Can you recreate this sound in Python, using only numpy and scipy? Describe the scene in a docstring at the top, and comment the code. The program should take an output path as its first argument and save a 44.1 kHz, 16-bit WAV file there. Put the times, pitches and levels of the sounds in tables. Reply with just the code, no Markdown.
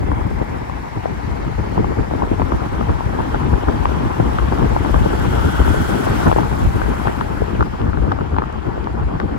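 """At the open side window of a moving car, on asphalt, while it overtakes a van.
Wind, made of shaped noise, buffets two microphone ports; gusts land with low thuds.
Short swirls of air pop and tick in the ports, over a crowd of smaller random pops.
Tyres roar as filtered noise with two stronger bands; the van's tyre hiss, also noise,
swells as it comes alongside, then drops away behind."""
import sys
import numpy as np
from scipy import signal
from scipy.fft import rfft, irfft, next_fast_len
from scipy.io import wavfile
from scipy.ndimage import uniform_filter1d

SR = 44100
rng = np.random.default_rng(int(sys.argv[2]) if len(sys.argv) > 2 else 0)


def dump_mix(stems):
    """Bounce the given channels to the path in sys.argv[1] as a 16-bit WAV at rate SR."""
    frames = np.atleast_2d(stems).T  # one column per channel
    limited = np.clip(frames, -1, 1)  # hard clip at full scale
    pcm = np.round(limited * 32767).astype(np.int16)
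    wavfile.write(sys.argv[1], SR, pcm)


N = 413658  # length in samples

# Traffic over time: start_s, tyre_roar_db, tyre_hiss_db, top_fizz_db
TRAFFIC = [(0.0, -31.5, -46, -55.5), (1.4, -32.5, -42, -57), (2.4, -30.5, -42, -55),
           (3.8, -26.5, -40, -52.5), (4.6, -26.5, -38.5, -50), (5.2, -26, -36, -46), (5.75, -25, -35, -41),
           (6.24, -23.5, -33, -42), (6.45, -26.5, -38, -46.5), (7.0, -26, -40, -47), (7.7, -31, -44, -58),
           (8.4, -32, -48, -63)]
# Colour of the tyre roar: pitch_hz, relative_level_db
ROAR_COLOUR = [(150, -5.5), (450, -9.5), (850, 0.75), (1150, -5), (1550, -9.5), (2200, -19.5),
               (3200, -18.5), (5500, -68)]
# Colour of the van's tyre hiss: pitch_hz, relative_level_db
HISS_COLOUR = [(600, -20), (1500, 5.5), (2000, 7.5), (2800, -4.5), (3600, -2.5), (5000, -4.5), (8000, -14),
               (15500, -90)]
# Colour of the fizz at the top of the hiss: pitch_hz, relative_level_db
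FIZZ_COLOUR = [(3000, 0), (7000, 4.5), (11000, 4), (14500, -2.5), (15800, -6)]
# Two bands that stand out of the roar, higher once the van is level:
# start_s, lower_centre_hz, lower_band_db, upper_band_db (both relative to the roar)
TREAD_BANDS = [(0, 898.8, -9, -12), (2.0, 880.8, -6.5, -11), (4.3, 950, -6.5, -36), (4.9, 1412, -13, -20),
               (5.6, 1438, -3, -12.5), (6.5, 1437, -13.5, -31), (9.38, 1385, -19, -25)]
# Tyre noise arriving a second time, inverted: start_s, extra_delay_ms, amplitude_share
SHORT_ECHO = [(0, 0.72, 0.23), (2.5, 0.44, 0.14), (6.2, 0.43, 0.17), (7.5, 0.32, 0.036), (9.38, 0.34, 0.3)]
# Slow strength of the wind on the ports: start_s, level_db
WIND_STRENGTH = [(0.0, -22), (0.9, -30.5), (1.3, -26.5), (1.75, -21.5), (2.5, -23), (3.1, -24.5),
                 (4.06, -22), (4.5, -19.5), (5.9, -20), (6.9, -22), (7.3, -25.5), (7.78, -24), (8.0, -20),
                 (8.28, -27.5), (8.45, -26), (9.38, -23.5)]
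# Single gusts on top of it: peak_s, rise_above_wind_db
GUST_PEAKS = [(0.221, 4), (0.966, 6.5), (1.587, 5), (1.988, 4.5), (2.238, 1.5), (2.323, 5.5), (2.42, 4),
              (2.542, 10.5), (2.9, 3.5), (3.129, 7), (3.204, 7.5), (3.344, 6), (3.539, 11.5), (3.688, 5.5),
              (4.52, 4), (5.114, 1), (5.455, 6), (5.6, 7), (6.094, 2.5), (6.265, 8), (6.66, 5.5),
              (7.597, 8), (8.333, 8.5), (8.67, 3), (9.23, 2)]
# Colour of the wind's body: pitch_hz, relative_level_db
BUFFET_COLOUR = [(30, -9), (100, 1), (200, -4.5), (400, -9), (700, -23.5), (4000, -68)]
# Colour of the wind's deep rumble: pitch_hz, relative_level_db
RUMBLE_COLOUR = [(30, -12), (45, 4), (62, 7.5), (100, -3), (200, -15), (600, -74)]
# Loudest swirls that snap across the ports: centre_s, level_db, pitch_hz
LOUD_POPS = [(0.117, -8.5, 1200), (0.416, -10, 426), (0.698, -9, 780), (1.058, -5.5, 660),
             (1.779, -3.5, 770), (1.845, -8, 950), (2.112, -11, 790), (2.138, -9, 610), (2.2221, -8, 870),
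             (2.316, -4, 414), (2.398, -7, 930), (2.419, -6, 880), (2.521, -4.5, 1000), (2.812, -2, 895),
             (2.828, -14, 1190), (2.893, -12, 900), (3.008, -13.5, 880), (3.19, -10, 940),
             (3.205, -10, 1100), (3.346, -8, 1100), (3.685, -3.5, 1030), (3.856, 0, 970), (4.201, -1, 684),
             (4.387, -4.5, 1350), (4.525, -4.5, 714), (4.628, -14, 950), (4.698, -18, 1000),
             (4.765, -4.5, 1040), (4.849, -9, 1200), (4.944, -4.5, 1160), (5.061, -7, 806),
             (5.133, -8, 960), (5.386, -7, 752), (5.679, -9, 1000), (5.745, -4.5, 480), (6.067, -9, 1000),
             (6.269, -6, 1150), (6.282, -8, 1200), (6.298, -12, 850), (6.316, -0.5, 960), (6.328, -2, 846),
             (6.363, -3, 696), (6.387, -3.5, 870), (6.433, -13, 950), (6.818, -4.5, 1170),
             (7.057, -10, 886), (7.073, -2.5, 1050), (7.082, -10, 1450), (7.212, -5.5, 1170),
             (7.421, -4.5, 567), (7.6085, -3, 1160), (7.627, -4, 1150), (7.933, -16, 1293),
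             (7.973, -14, 1280), (8.1182, -5, 1240), (8.1211, -0.5, 960), (8.189, -10, 900),
             (8.211, -12, 1100), (8.366, -8.5, 1140), (8.3856, -3.5, 960), (8.421, -9.5, 1230),
             (8.439, -13, 1190), (8.872, -10.5, 1020), (9.201, -7.5, 1405)]
# Sharp ticks that reach into the treble: centre_s, level_db, pitch_hz
SHARP_TICKS = [(4.386, -15, 2400), (7.07, -17, 2600), (7.21, -15.5, 2585), (7.61, -28, 4000),
               (7.628, -28, 4500), (7.817, -18, 2300), (8.1206, -19, 3800), (8.366, -19, 2900),
               (8.3867, -19, 2800), (8.527, -31, 6500), (8.843, -24, 3500), (9.201, -19, 3500)]
# How late sound reaches the right port: pitch_hz, lag_radians
PORT_LAG = [(30, 0.88), (170, 0.93), (520, 2.75), (860, 4.22), (2000, 4.48), (3000, 8.7), (6000, 15.9)]
# How alike the two ports sound: pitch_hz, likeness_0_to_1
PORT_LIKENESS = [(40, .35), (250, .3), (550, .75), (1000, .6), (1500, .3), (6500, .3), (9000, .8),
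                 (15000, .88)]
# Level of the right port against the left: pitch_hz, level_db
RIGHT_PORT_SHADE = [(35, -8), (100, -4.5), (700, -3.5), (1800, -.5), (2500, -2.5), (3100, -7), (6000, -4),
                    (9000, 0)]

HOP, FRAME = 128, 512  # samples, for noise patches in time and pitch
TREAD_RATIO = 2.18  # pitch of the upper tread band over the lower
GUST_RISE_S, GUST_FALL_S = 0.011, 0.025
CALM_DB, RUMBLE_GROWTH = -23, 1.16  # the rumble grows faster than the wind around this level
THUD_HZ = 74.5
EDGE_TICK_DB = -14.5  # faint tick on every loud pop, against the pop's level
HALF = 400  # samples on each side of a pop's centre
TOP_HZ = 15900  # upper limit of the sound


def amp(db):
    """Turn decibels into a plain multiplier."""
    return 10 ** (np.asarray(db) / 20)


def evened(x):
    """Bring the average strength (rms) to 1."""
    return x / np.sqrt(np.mean(x ** 2) + 1e-20)


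def read(points, hz):
    """Read a pitch table, in straight lines along log pitch."""
    table_hz, value = np.transpose(points)
    return np.interp(np.log(hz + 1), np.log(table_hz + 1), value)


def follow(rows, column):
    """Follow one column of a time table, sample by sample."""
    table = np.transpose(rows)
    return np.interp(np.arange(N) / SR, table[0], table[column])


def drift(seconds):
    """Smooth random wander, rms 1, from noise averaged twice over the given time."""
    size = max(round(seconds * SR), 2)
    once = uniform_filter1d(rng.standard_normal(N), size)
    return evened(uniform_filter1d(once, size))


def coloured(spectrum, patchy_db):
    """Two noises of one colour, rms 1 together, sharing drifting patches in time and pitch."""
    hz = np.fft.rfftfreq(N, 1 / SR)
    noise = irfft(rfft(rng.standard_normal((2, N))) * amp(read(spectrum, hz)), N)
    frames = signal.stft(noise, nperseg=FRAME, noverlap=FRAME - HOP)[2]
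    patches = uniform_filter1d(rng.standard_normal(frames.shape[1:]), 8, 0)  # smooth over pitch
    patches = evened(uniform_filter1d(patches, 14, 1))  # smooth over time
    patchy = signal.istft(frames * amp(patchy_db * patches), nperseg=FRAME, noverlap=FRAME - HOP)[1]
    return evened(patchy[:, :N])


def late(hz):
    """Phase lag, in radians, of sound that reaches the right port late."""
    return read(PORT_LAG, hz)


def early(hz):
    """Phase lead for hiss from across the street, which strikes the right port first."""
    lead_s = 0.00026
    return -(2 * np.pi * (hz - 9300) * lead_s + np.pi)


def ports(left, other, lag):
    """The right port hears part of the left sound, shifted by lag(hz), and part of its own."""
    size = next_fast_len(N + SR // 10)
    hz = np.fft.rfftfreq(size, 1 / SR)
    same = np.clip(read(PORT_LIKENESS, hz), 0, 1)
    shared = same * rfft(left, size) * np.exp(-1j * lag(hz))
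    own = np.sqrt(1 - same ** 2) * rfft(other, size)
    right = irfft((shared + own) * amp(read(RIGHT_PORT_SHADE, hz)), size)[:N]
    return np.array([left, right])


def echoed(pair):
    """A short inverted echo at the left port combs its noise into drifting bands."""
    at = np.arange(N)
    delay = follow(SHORT_ECHO, 1) * SR / 1000  # in samples
    echo = np.interp(at - delay, at, pair[0])
    return pair - np.array([follow(SHORT_ECHO, 2) * echo, np.zeros(N)])


def tread():
    """Two bands of the roar: low noise shifted up to moving centre pitches."""
    turn = 2 * np.pi * np.cumsum(follow(TREAD_BANDS, 1)) / SR
    out = 0
    # the cutoff of the low noise is half the width of its band
    for column, ratio, cutoff_hz in [(2, 1, 140), (3, TREAD_RATIO, 330)]:
        lowpass = signal.butter(4, cutoff_hz, fs=SR, output="sos")
        low = signal.sosfilt(lowpass, rng.standard_normal((2, 2, N)))
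        band = low[0] * np.cos(ratio * turn) + low[1] * np.sin(ratio * turn)
        out = out + amp(follow(TREAD_BANDS, column)) * evened(band)
    return out


def tyre_roar(flutter):
    """Roar of the asphalt under both vehicles: patchy noise plus the two tread bands."""
    roar = echoed(ports(*coloured(ROAR_COLOUR, patchy_db=2.0), late))
    roar = roar + ports(*tread(), late)
    return amp(follow(TRAFFIC, 1) + .6 * flutter) * roar


def van_hiss():
    """Tyre hiss of the van: noise whose treble fizz opens up when the van is close."""
    hiss = echoed(ports(*coloured(HISS_COLOUR, patchy_db=1.36), late))
    fizz = ports(*coloured(FIZZ_COLOUR, patchy_db=.8), early)
    fizz_db = follow(TRAFFIC, 3) + 1.17 * drift(0.0096)
    return amp(follow(TRAFFIC, 2)) * hiss + amp(fizz_db) * fizz


def gusting():
    """Wind level in dB: the slow curve, and each gust rising quickly and dying away."""
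    t = np.arange(N) / SR
    level_db = follow(WIND_STRENGTH, 1)
    for s, db in GUST_PEAKS:
        width_s = np.where(t < s, GUST_RISE_S, GUST_FALL_S)
        level_db = level_db + db * np.exp(-((t - s) / width_s) ** 2)
    return level_db


def turbulence():
    """Quick unrest of the air, rms 1: a wander with deep lulls and flat tops, swelling at loud pops."""
    t = np.arange(N) / SR
    coarse_t = t[::64]
    swells = sum(np.exp(-.5 * ((coarse_t - s - .006) / 0.0083) ** 2) for s, *_ in LOUD_POPS)
    swells = np.interp(t, coarse_t, np.minimum(swells, 1))
    wander = drift(0.017)
    lopsided = wander - 0.32 * (wander ** 2 - 1)
    return evened(0.98 * lopsided + 0.37 * evened(swells - swells.mean()))


def buffet(flutter, gust_db):
    """Lumpy low wind noise: a deep rumble on the gusts, and a body that also flutters between them."""
    deep_db = CALM_DB + RUMBLE_GROWTH * (gust_db - CALM_DB)
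    rumble_db = deep_db + 1.5 + 2.94 * drift(0.065)
    rumble = amp(rumble_db) * ports(*coloured(RUMBLE_COLOUR, patchy_db=0.5), late)
    body_db = gust_db + 2.0 + 2.0 * flutter
    return rumble + amp(body_db) * ports(*coloured(BUFFET_COLOUR, patchy_db=3.0), late)


def thuds(gust_db):
    """Each gust lands with one slow swirl of air: a low wave that swells and fades at its peak."""
    hits = np.zeros(N)
    hits[np.round(np.transpose(GUST_PEAKS)[0] * SR).astype(int)] = 1
    u = np.arange(-1500, 1501) / SR * THUD_HZ  # time in turns of the wave
    thud = np.exp(-.5 * (u / 1.07) ** 2) * np.sin(2 * np.pi * u)
    out = signal.oaconvolve(hits * amp(gust_db), thud, "same")
    return ports(out, out, late)


def eddy(hz, turns):
    """One swirl of air: a push, a deeper suck and a short rebound, sagging in pitch."""
    u = np.arange(-HALF, HALF) / SR * hz
    return -np.exp(-.5 * (u / turns) ** 2) * np.cos(2 * np.pi * (u - 0.1 * u ** 2) - .6)


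def crowd(flutter, gust_db):
    """A clumped crowd of small pops that grows with the gusts, partly separate at each port."""
    strength = amp(gust_db + 4.45 * flutter - 3.5)
    out = 0
    for hz in np.geomspace(260, 1300, num=8):
        size = amp(2.17 * np.minimum(rng.exponential(1, (2, N)), 3))
        hits = size * (rng.random((2, N)) < 44. / SR)  # about 44 pops a second at each of the eight pitches
        level = strength * (hz / 500) ** -.2  # higher pops are a little weaker
        out = out + signal.oaconvolve(hits * level, eddy(hz, turns=0.69)[None], "same")
    return ports(*out, late)


def pops():
    """Loud pops, each snapping one way or the other in ragged air, and ticks, duller at the right port."""
    out = np.zeros(N + 2 * HALF)
    t = np.arange(-HALF, HALF) / SR
    wake = np.exp(-.5 * ((t - 0.0008) / 0.0018) ** 2)  # the air is ragged for a few ms around
    for s, db, hz in LOUD_POPS:
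        air = rng.standard_normal(2 * HALF)
        at = round(s * SR)
        pop = eddy(hz, turns=0.61)
        pop += 0.53 * eddy(0.31 * hz, turns=0.13)  # low thump under it
        pop += amp(EDGE_TICK_DB) * eddy(1.74 * hz, turns=0.25)
        ragged = evened(signal.fftconvolve(air, eddy(0.82 * hz, turns=0.42), "same"))
        pop += 0.36 * wake * ragged
        out[at:at + 2 * HALF] += amp(db) * np.sign(air[0]) * pop
    for s, db, hz in SHARP_TICKS:
        at = round(s * SR)
        out[at:at + 2 * HALF] += amp(db) * eddy(hz, turns=0.38)
    left = out[HALF:N + HALF]
    hz = np.fft.rfftfreq(N, 1 / SR)
    # the sharp edge stays at the left port
    dull = amp(read(RIGHT_PORT_SHADE, hz) - 2.0) / (1 + (hz / 1700) ** 4)
    right = irfft(rfft(left) * dull * np.exp(-1j * late(hz)), N)
    return np.array([left, right])


def scene():
    """Add tyres, wind and pops; one flutter and one gust curve tie the layers together."""
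    flutter, gust_db = turbulence(), gusting()
    road = tyre_roar(flutter) + van_hiss()
    wind = buffet(flutter, gust_db) + thuds(gust_db)
    return road + wind + crowd(flutter, gust_db) + pops()


def record(dry):
    """A bass cut, a soft overload that rounds off the loudest peaks, then a treble limit."""
    thin = signal.sosfilt(signal.butter(2, 24, "high", fs=SR, output="sos"), dry)
    bent = thin / (1 + thin ** 4) ** (1 / 4)
    lowpass = signal.firwin(511, TOP_HZ, window=("kaiser", 9), fs=SR)
    return signal.oaconvolve(bent, lowpass[None], "same")


dry = scene()
out = record(dry)
dump_mix(out)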